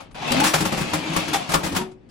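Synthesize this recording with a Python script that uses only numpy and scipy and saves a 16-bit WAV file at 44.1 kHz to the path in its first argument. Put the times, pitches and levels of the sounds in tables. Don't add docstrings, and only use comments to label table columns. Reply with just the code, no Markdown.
import sys
import numpy as np
from scipy import signal
from scipy.fft import rfft, irfft
from scipy.io import wavfile
from scipy.ndimage import uniform_filter1d

SR = 44100
rng = np.random.default_rng(int(sys.argv[2]) if len(sys.argv) > 2 else 0)


def level_to_linear(level):
    exponent = np.asarray(level, float) / 20
    return 10 ** exponent


def dump_mix(stems):
    frames = np.atleast_2d(stems).T
    limited = np.clip(frames, -1, 1)
    pcm = np.round(limited * 32767).astype(np.int16)
    wavfile.write(sys.argv[1], SR, pcm)


N = 92610

# [t/s, shaft f/Hz, drag level/dB, whine level/dB]
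MOTOR_RUN = [(0, 88.8, -41, -56), (0.143, 98, -66, -55), (0.146, 100.4, -39, -66), (0.248, 165, -29.5, -64),
             (0.359, 240.1, -22.5, -33), (0.39, 271.9, -21.5, -21.5), (0.469, 327, -28, -23.5),
             (0.528, 338.4, -33, -55), (0.699, 314.4, -32.5, -37), (0.898, 310.3, -30, -42),
             (1.02, 311.7, -31.5, -34), (1.141, 318.7, -30, -29), (1.199, 313.6, -28, -47),
             (1.32, 308, -30.5, -29.5), (1.451, 306.7, -35.5, -75), (1.7, 295, -37, -33),
             (1.83, 246, -41.5, -49.5), (1.95, 211, -69.5, -94)]
# [multiple of shaft speed, level/dB, width/Hz]
SHAFT_ORDERS = [(1, 0, 14), (2.9, -16, 60), (7.8, -16, 90), (8.5, -16, 60)]
# [f/Hz, level/dB per Hz]
DRAG_COLOUR = [(30, -42.5), (100, -12), (200, -5), (420, -13.5), (780, -9), (1750, -17), (2620, -12),
               (11300, -31.5), (16500, -38.5)]
# [t/s, crack level/dB, tub boom over crack/dB, housing ring
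# over crack/dB, t60/s]
CABLE_SLAPS = [(0.275, -19.5, -18, 3.5, 0.071), (0.3169, 2.5, -24, -39.5, 0.037),
               (0.3992, 2, -13, -9.5, 0.039), (0.4347, -6.5, -12.5, -9.5, 0.3), (0.4643, -5, -29, -24, 0.1),
               (0.5363, -3, -6.5, -3.5, 0.13), (0.6026, -10.5, 3.5, -7, 0.14),
               (0.6492, -9.5, -1.5, -5.5, 0.13), (0.7196, -15, 7, 3, 0.13), (0.77, -17, 3, -2.5, 0.22),
               (0.8063, -16, 7, -26.5, 0.13), (0.9313, -10, -1, -2.5, 0.14), (1.13, -19, -8, -1.5, 0.12),
               (1.161, -4.5, 1, 0, 0.071), (1.1944, -18, -28, -17, 0.088), (1.279, -14, -9, -21.5, 0.08),
               (1.3382, -8.5, -27.5, -1, 0.12), (1.4892, -16, 1.5, -3.5, 0.21),
               (1.536, -0.5, 0, -5.5, 0.082), (1.6303, -17.5, 2.5, -2.5, 0.25),
               (1.6594, -16, -16.5, -29.5, 0.1), (1.7607, -6, 0, -9, 0.095), (1.806, -28, 16, 11, 0.092),
               (0.0014, -33, 0.5, 7, 0.12), (0.11, -34, -9, 0, 0.045), (0.146, -32, -12, -8, 0.1),
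                (0.2171, -29.5, -17, 1, .08), (0.2854, -28, -12, -15, .06), (0.303, -17.5, 10, -17, .06),
                (0.533, -7.5, -17, -5, 0.051), (1.167, -10.5, 10.5, 4.5, 0.043),
                (1.329, -9.5, -13, -13, 0.14), (1.6433, -19, -6, -2, 0.18), (1.547, -11, -4.5, 10, 0.055),
                (0.581, -14.5, -3, -22, 0.14), (0.8935, -26, -5, -10, 0.1), (1.098, -19, 5, -12, 0.052),
                (1.516, -11, -30.5, -4.5, 0.11), (1.7186, -22.5, 11, -18, 0.13),
                (1.746, -17, -12, -2, 0.21), (1.912, -38.5, -10.5, -6.5, 0.07), (2.028, -57, -5, -10, .04),
                (2.087, -45.5, -8, -10.5, 0.2)]
# [f/Hz, level/dB per Hz]
CRACK_COLOUR = [(530, -59.5), (900, -4.5), (5860, -13.5), (6950, -14), (9090, -12.5), (11200, -17.5),
                (13400, -16), (15900, -26.5), (16500, -52.5)]
# [f/Hz, width/Hz, level/dB]
TUB_MODES = [(80, 90, -6), (165, 62, 4), (308, 35, -3)]
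# [f/Hz, width/Hz, level/dB]
HOUSING_MODES = [(574, 83, 8.5), (775, 176, 15), (866, 66, -29), (1060, 150, 4.5)]
# [t/s, length/s, from f/Hz, to f/Hz, peak level/dB]
SLIDING_SQUEALS = [(0.15, 0.079, 708, 923, -36.5), (0.117, 0.19, 9700, 10100, -56.5),
                   (0.267, .075, 2500, 2930, -27), (0.31, 0.052, 537, 586, -25), (.34, .048, 630, 750, -23),
                   (.408, .03, 825, 870, -14), (.435, .03, 800, 805, -25), (.36, .03, 240, 250, -24),
                   (0.726, 0.082, 2720, 2630, -38), (0.788, 0.13, 2570, 2500, -37),
                   (1.01, 0.087, 2380, 2320, -35.5), (1.026, 0.053, 2623, 2680, -43),
                   (1.33, 0.064, 841.6, 749, -21.5), (1.397, 0.055, 763, 700, -28.5),
                   (1.199, 0.13, 2360, 2400, -48), (1.33, 0.031, 3515, 3350, -27),
                   (1.538, 0.039, 1052, 1094, -23.5), (1.54, 0.036, 1396, 1390, -22.5),
                   (1.541, 0.025, 1762, 1793, -25), (1.788, 0.059, 958, 915, -30),
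                   (2.097, .012, 4900, 4950, -51)]
# [t/s, f/Hz, peak level/dB, t60/s]
PANEL_RINGS = [(.125, 50, -27, .08), (.222, 740, -30, .15), (.308, 235, -14, .11), (.472, 5790, -27, .17),
               (.54, 163, -24, .17), (.6, 165, -18, .16), (.61, 312, -24, .3), (.722, 165, -23, .15),
               (.772, 190, -24, .12), (.808, 172, -21, .25), (.932, 306, -18, .17), (.94, 165, -22, .2),
               (1.095, 165, -21, .15), (1.166, 168, -12, .13), (1.28, 305, -22, .2), (1.308, 300, -21, .2),
               (1.336, 790, -20, .15), (1.488, 170, -23, .12), (1.54, 168, -17, .15), (1.545, 292, -23, .2),
               (1.758, 178, -18, .12), (1.635, 315, -24, .12), (1.715, 300, -26, .15),
               (.455, 165, -24, .15), (1.785, 371, -26, .42), (1.808, 217, -21, .12),
               (1.908, 130, -40, .08), (.925, 90, -24, .12)]
# [f/Hz, t60/s]
ROOM_DECAY = [(100, 0.28), (400, .45), (1500, 0.22), (5000, 0.15), (14000, 0.21)]
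# [f/Hz, level/dB per Hz]
HUSH_COLOUR = [(20, 1.5), (300, 2), (1040, -20.5), (2610, -24.5), (9000, -81)]
# [f/Hz, share in common]
PORT_LIKENESS = [(40, 0.27), (80, 0.23), (150, 0.95), (300, 0.41), (700, 0.073), (5500, 0.27), (7000, 0.2)]
# [f/Hz, left over right level/dB]
LEFT_LEAN = [(60, 3.5), (550, 4.5), (5000, 3.5), (7000, 0)]
# [f/Hz, level/dB]
MIC_RESPONSE = [(8700, 0), (9200, 2), (9700, 0), (12600, -4.5), (13000, -11), (13800, -17.5), (14300, -0.5)]
# [f/Hz, level/dB]
GATE_LIMIT = [(7000, -112), (9000, -122), (12000, -82.5), (16000, -71.5)]


def evened(x):
    return x / np.sqrt(np.mean(x ** 2) + 1e-20)


def read(points, hz):
    f, value = np.transpose(points)
    return np.interp(np.log(hz + 1), np.log(f + 1), value)


def coloured(x, points):
    gain = level_to_linear(read(points, np.fft.rfftfreq(N, 1 / SR)))
    return evened(irfft(rfft(x) * gain, N))


def rattle():
    ticks_per_s, spread_db, tick_share = 1600, 2, 0.36
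    sizes = level_to_linear(spread_db * np.minimum(rng.exponential(1, (2, N)), 5))
    ticks = sizes * (rng.random((2, N)) < ticks_per_s / SR)
    ticking = evened(ticks * rng.standard_normal((2, N)))
    return tick_share * ticking + (1 - tick_share) * rng.standard_normal((2, N))


def coil_drag(s, hz):
    patch_db, bright_hz_per_hz = 2.2, 55
    f, frames, z = signal.stft(coloured(rattle(), DRAG_COLOUR), SR, nperseg=512)
    edge_hz = bright_hz_per_hz * np.interp(frames, s, np.maximum.accumulate(hz))
    patches = uniform_filter1d(rng.standard_normal(z.shape[1:]), size=2, axis=0)
    patches = evened(uniform_filter1d(patches, size=7, axis=1))
    z = z * level_to_linear(patch_db * patches) / (1 + (f[:, None] / edge_hz) ** 2)
    return signal.istft(z, SR, nperseg=512)[1][:, :N]


def motor():
    s, hz, drag_db, whine_db = np.transpose(MOTOR_RUN)
    t = np.arange(N) / SR
    angle = 2 * np.pi * np.cumsum(np.interp(t, s, hz)) / SR
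    whine = 0
    for multiple, db, width in SHAFT_ORDERS:
        drift = np.cumsum(rng.standard_normal(N))
        whine = whine + level_to_linear(db) * np.sin(multiple * angle + np.sqrt(2 * np.pi * width / SR) * drift)
    flutter = level_to_linear(0.8 * evened(uniform_filter1d(rng.standard_normal(N), 500)))
    drag = coil_drag(s, hz)
    return flutter * (level_to_linear(np.interp(t, s, whine_db)) * whine + level_to_linear(np.interp(t, s, drag_db)) * drag)


def blows(column, rise_s, longer):
    rows = np.array(CABLE_SLAPS)
    since = np.maximum(np.arange(N) / SR - rows[:, :1], 0)
    level_db = rows[:, 1:2] + (rows[:, column:column + 1] if column else 0)
    rise = (1 - np.exp(-since / rise_s)) ** 2
    shape = rise * level_to_linear(level_db - 60 * since / (longer * rows[:, 4:]))
    return np.sqrt((shape ** 2).sum(0))


def resonate(x, hz, width):
    turn = np.exp(2j * np.pi * np.cumsum(hz * np.ones(N)) / SR)
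    r = np.exp(-np.pi * width / SR)
    return 2 * (turn * signal.lfilter([1 - r], [1, -r], x / turn + 1e-18)).real


def body(force, modes):
    push = force * rng.standard_normal((2, N))
    unit = np.sqrt(sum(level_to_linear(2 * db) for _, _, db in modes))
    out = np.zeros((2, N))
    for hz, width, db in modes:
        equal_power = np.sqrt(SR / (2 * np.pi * width))
        out += level_to_linear(db) * equal_power * resonate(push, hz, width)
    return out / unit


def cable():
    crack = coloured(rattle(), [(300, -55.0)] + CRACK_COLOUR) * blows(column=0, rise_s=0.003, longer=1)
    ring = body(blows(column=3, rise_s=0.003, longer=0.63), HOUSING_MODES)
    boom = body(blows(column=2, rise_s=0.005, longer=0.9), TUB_MODES)
    return level_to_linear(-8) * crack + level_to_linear(-2) * ring + level_to_linear(-7) * boom


def squeals():
    blur = 0.00625
    out, wander = np.zeros((2, N)), np.cumsum(rng.standard_normal((2, N)), axis=1)
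    for s, length, from_hz, to_hz, db in SLIDING_SQUEALS:
        at = slice(round(s * SR), min(round((s + length) * SR), N))
        u = np.linspace(0, 1, at.stop - at.start)
        hz = from_hz + (to_hz - from_hz) * u
        unsteady = np.sqrt(2 * np.pi * blur * to_hz / SR) * wander[:, at]
        angle = 2 * np.pi * np.cumsum(hz) / SR + unsteady
        out[:, at] += level_to_linear(db) * np.sin(np.pi * u ** 0.67) * np.sin(angle)
    return out


def rings():
    rise_turns, waver, waver_hz = 1.2, 0.012, 10.0
    out = np.zeros((2, N))
    for s, hz, db, t60 in PANEL_RINGS:
        waver_phase, side_phase = rng.uniform(0, 2 * np.pi, 2)
        start = round(s * SR)
        t = np.arange(min(round(t60 * SR), N - start)) / SR
        pitch = hz * (1 + waver * np.sin(2 * np.pi * waver_hz * t + waver_phase))
        angle = 2 * np.pi * np.cumsum(pitch) / SR + [[0], [side_phase / 6]]
        swell = 1 - np.exp(-t / (0.00067 + rise_turns / hz))
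        out[:, start:start + len(t)] += swell * level_to_linear(db - 60 * t / t60) * np.sin(angle)
    return out


def room(x):
    size = SR // 2
    taps = rng.choice([-1., 1.], (2, size)) * (rng.random((2, size)) < 0.05)
    taps = taps * (np.arange(size) > 200)
    hz, t, z = signal.stft(taps, SR, nperseg=256)
    decay = level_to_linear(-60 * t / read(ROOM_DECAY, hz)[:, None])
    tail = signal.istft(z * decay, SR, nperseg=256)[1]
    return signal.fftconvolve(x, tail / np.linalg.norm(tail[0]), axes=1)[:, :N]


def scene():
    near = motor() + cable()
    panels = squeals() + rings()
    echoes = room(level_to_linear(-7.5) * near + level_to_linear(-14) * panels)
    hush = level_to_linear(-50.5) * coloured(rng.standard_normal((2, N)), HUSH_COLOUR)
    return near + panels + echoes + hush


def gate(pair):
    size, band = 1024, 16
    under_db, jitter_db = -9, 7
    sum_diff = np.array([pair[0] + pair[1], pair[0] - pair[1]]) / 2
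    hz, _, z = signal.stft(sum_diff, SR, "cosine", 2 * size, size)
    centre = hz[:size:band, None]
    power = (abs(z[:, :size]) ** 2).reshape(2, size // band, band, -1).mean(axis=2)
    level_db = 10 * np.log10(power + 1e-20)
    limit_db = np.maximum(read(GATE_LIMIT, centre), level_db[::-1] + under_db)
    jittered_db = level_db + jitter_db * rng.standard_normal(level_db.shape)
    keep = (jittered_db > limit_db) | (centre < 6500)
    z[:, :size] *= np.repeat(keep, band, axis=1)
    mid, side = signal.istft(z, SR, "cosine", 2 * size, size)[1][:, :N]
    return np.array([mid + side, mid - side])


def band_limit(x):
    return signal.sosfilt(signal.butter(12, 16870, fs=SR, output="sos"), x)


def record(dry):
    treble_same, lag_from_hz, lag_hz_per_turn = 0.72, 7100, 4200
    edge_hz, ceiling = 15900, 0.9
    hz, (a, b) = np.fft.rfftfreq(N, 1 / SR), rfft(dry)
    same = np.clip(read(PORT_LIKENESS + [(9000, treble_same)], hz), 0, 1)
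    lag = np.exp(-2j * np.pi * np.maximum(hz - lag_from_hz, 0) / lag_hz_per_turn)
    lean = level_to_linear(read(LEFT_LEAN, hz) / 2)
    left = a * lean
    right = (same * lag * a + np.sqrt(1 - same ** 2) * b) / lean
    pair = np.array([left, right]) * level_to_linear(read(MIC_RESPONSE, hz)) * (hz < edge_hz)
    limited = ceiling * np.tanh(irfft(pair, N) / ceiling)
    return band_limit(gate(limited))


dry = scene()
out = record(dry)
dump_mix(out)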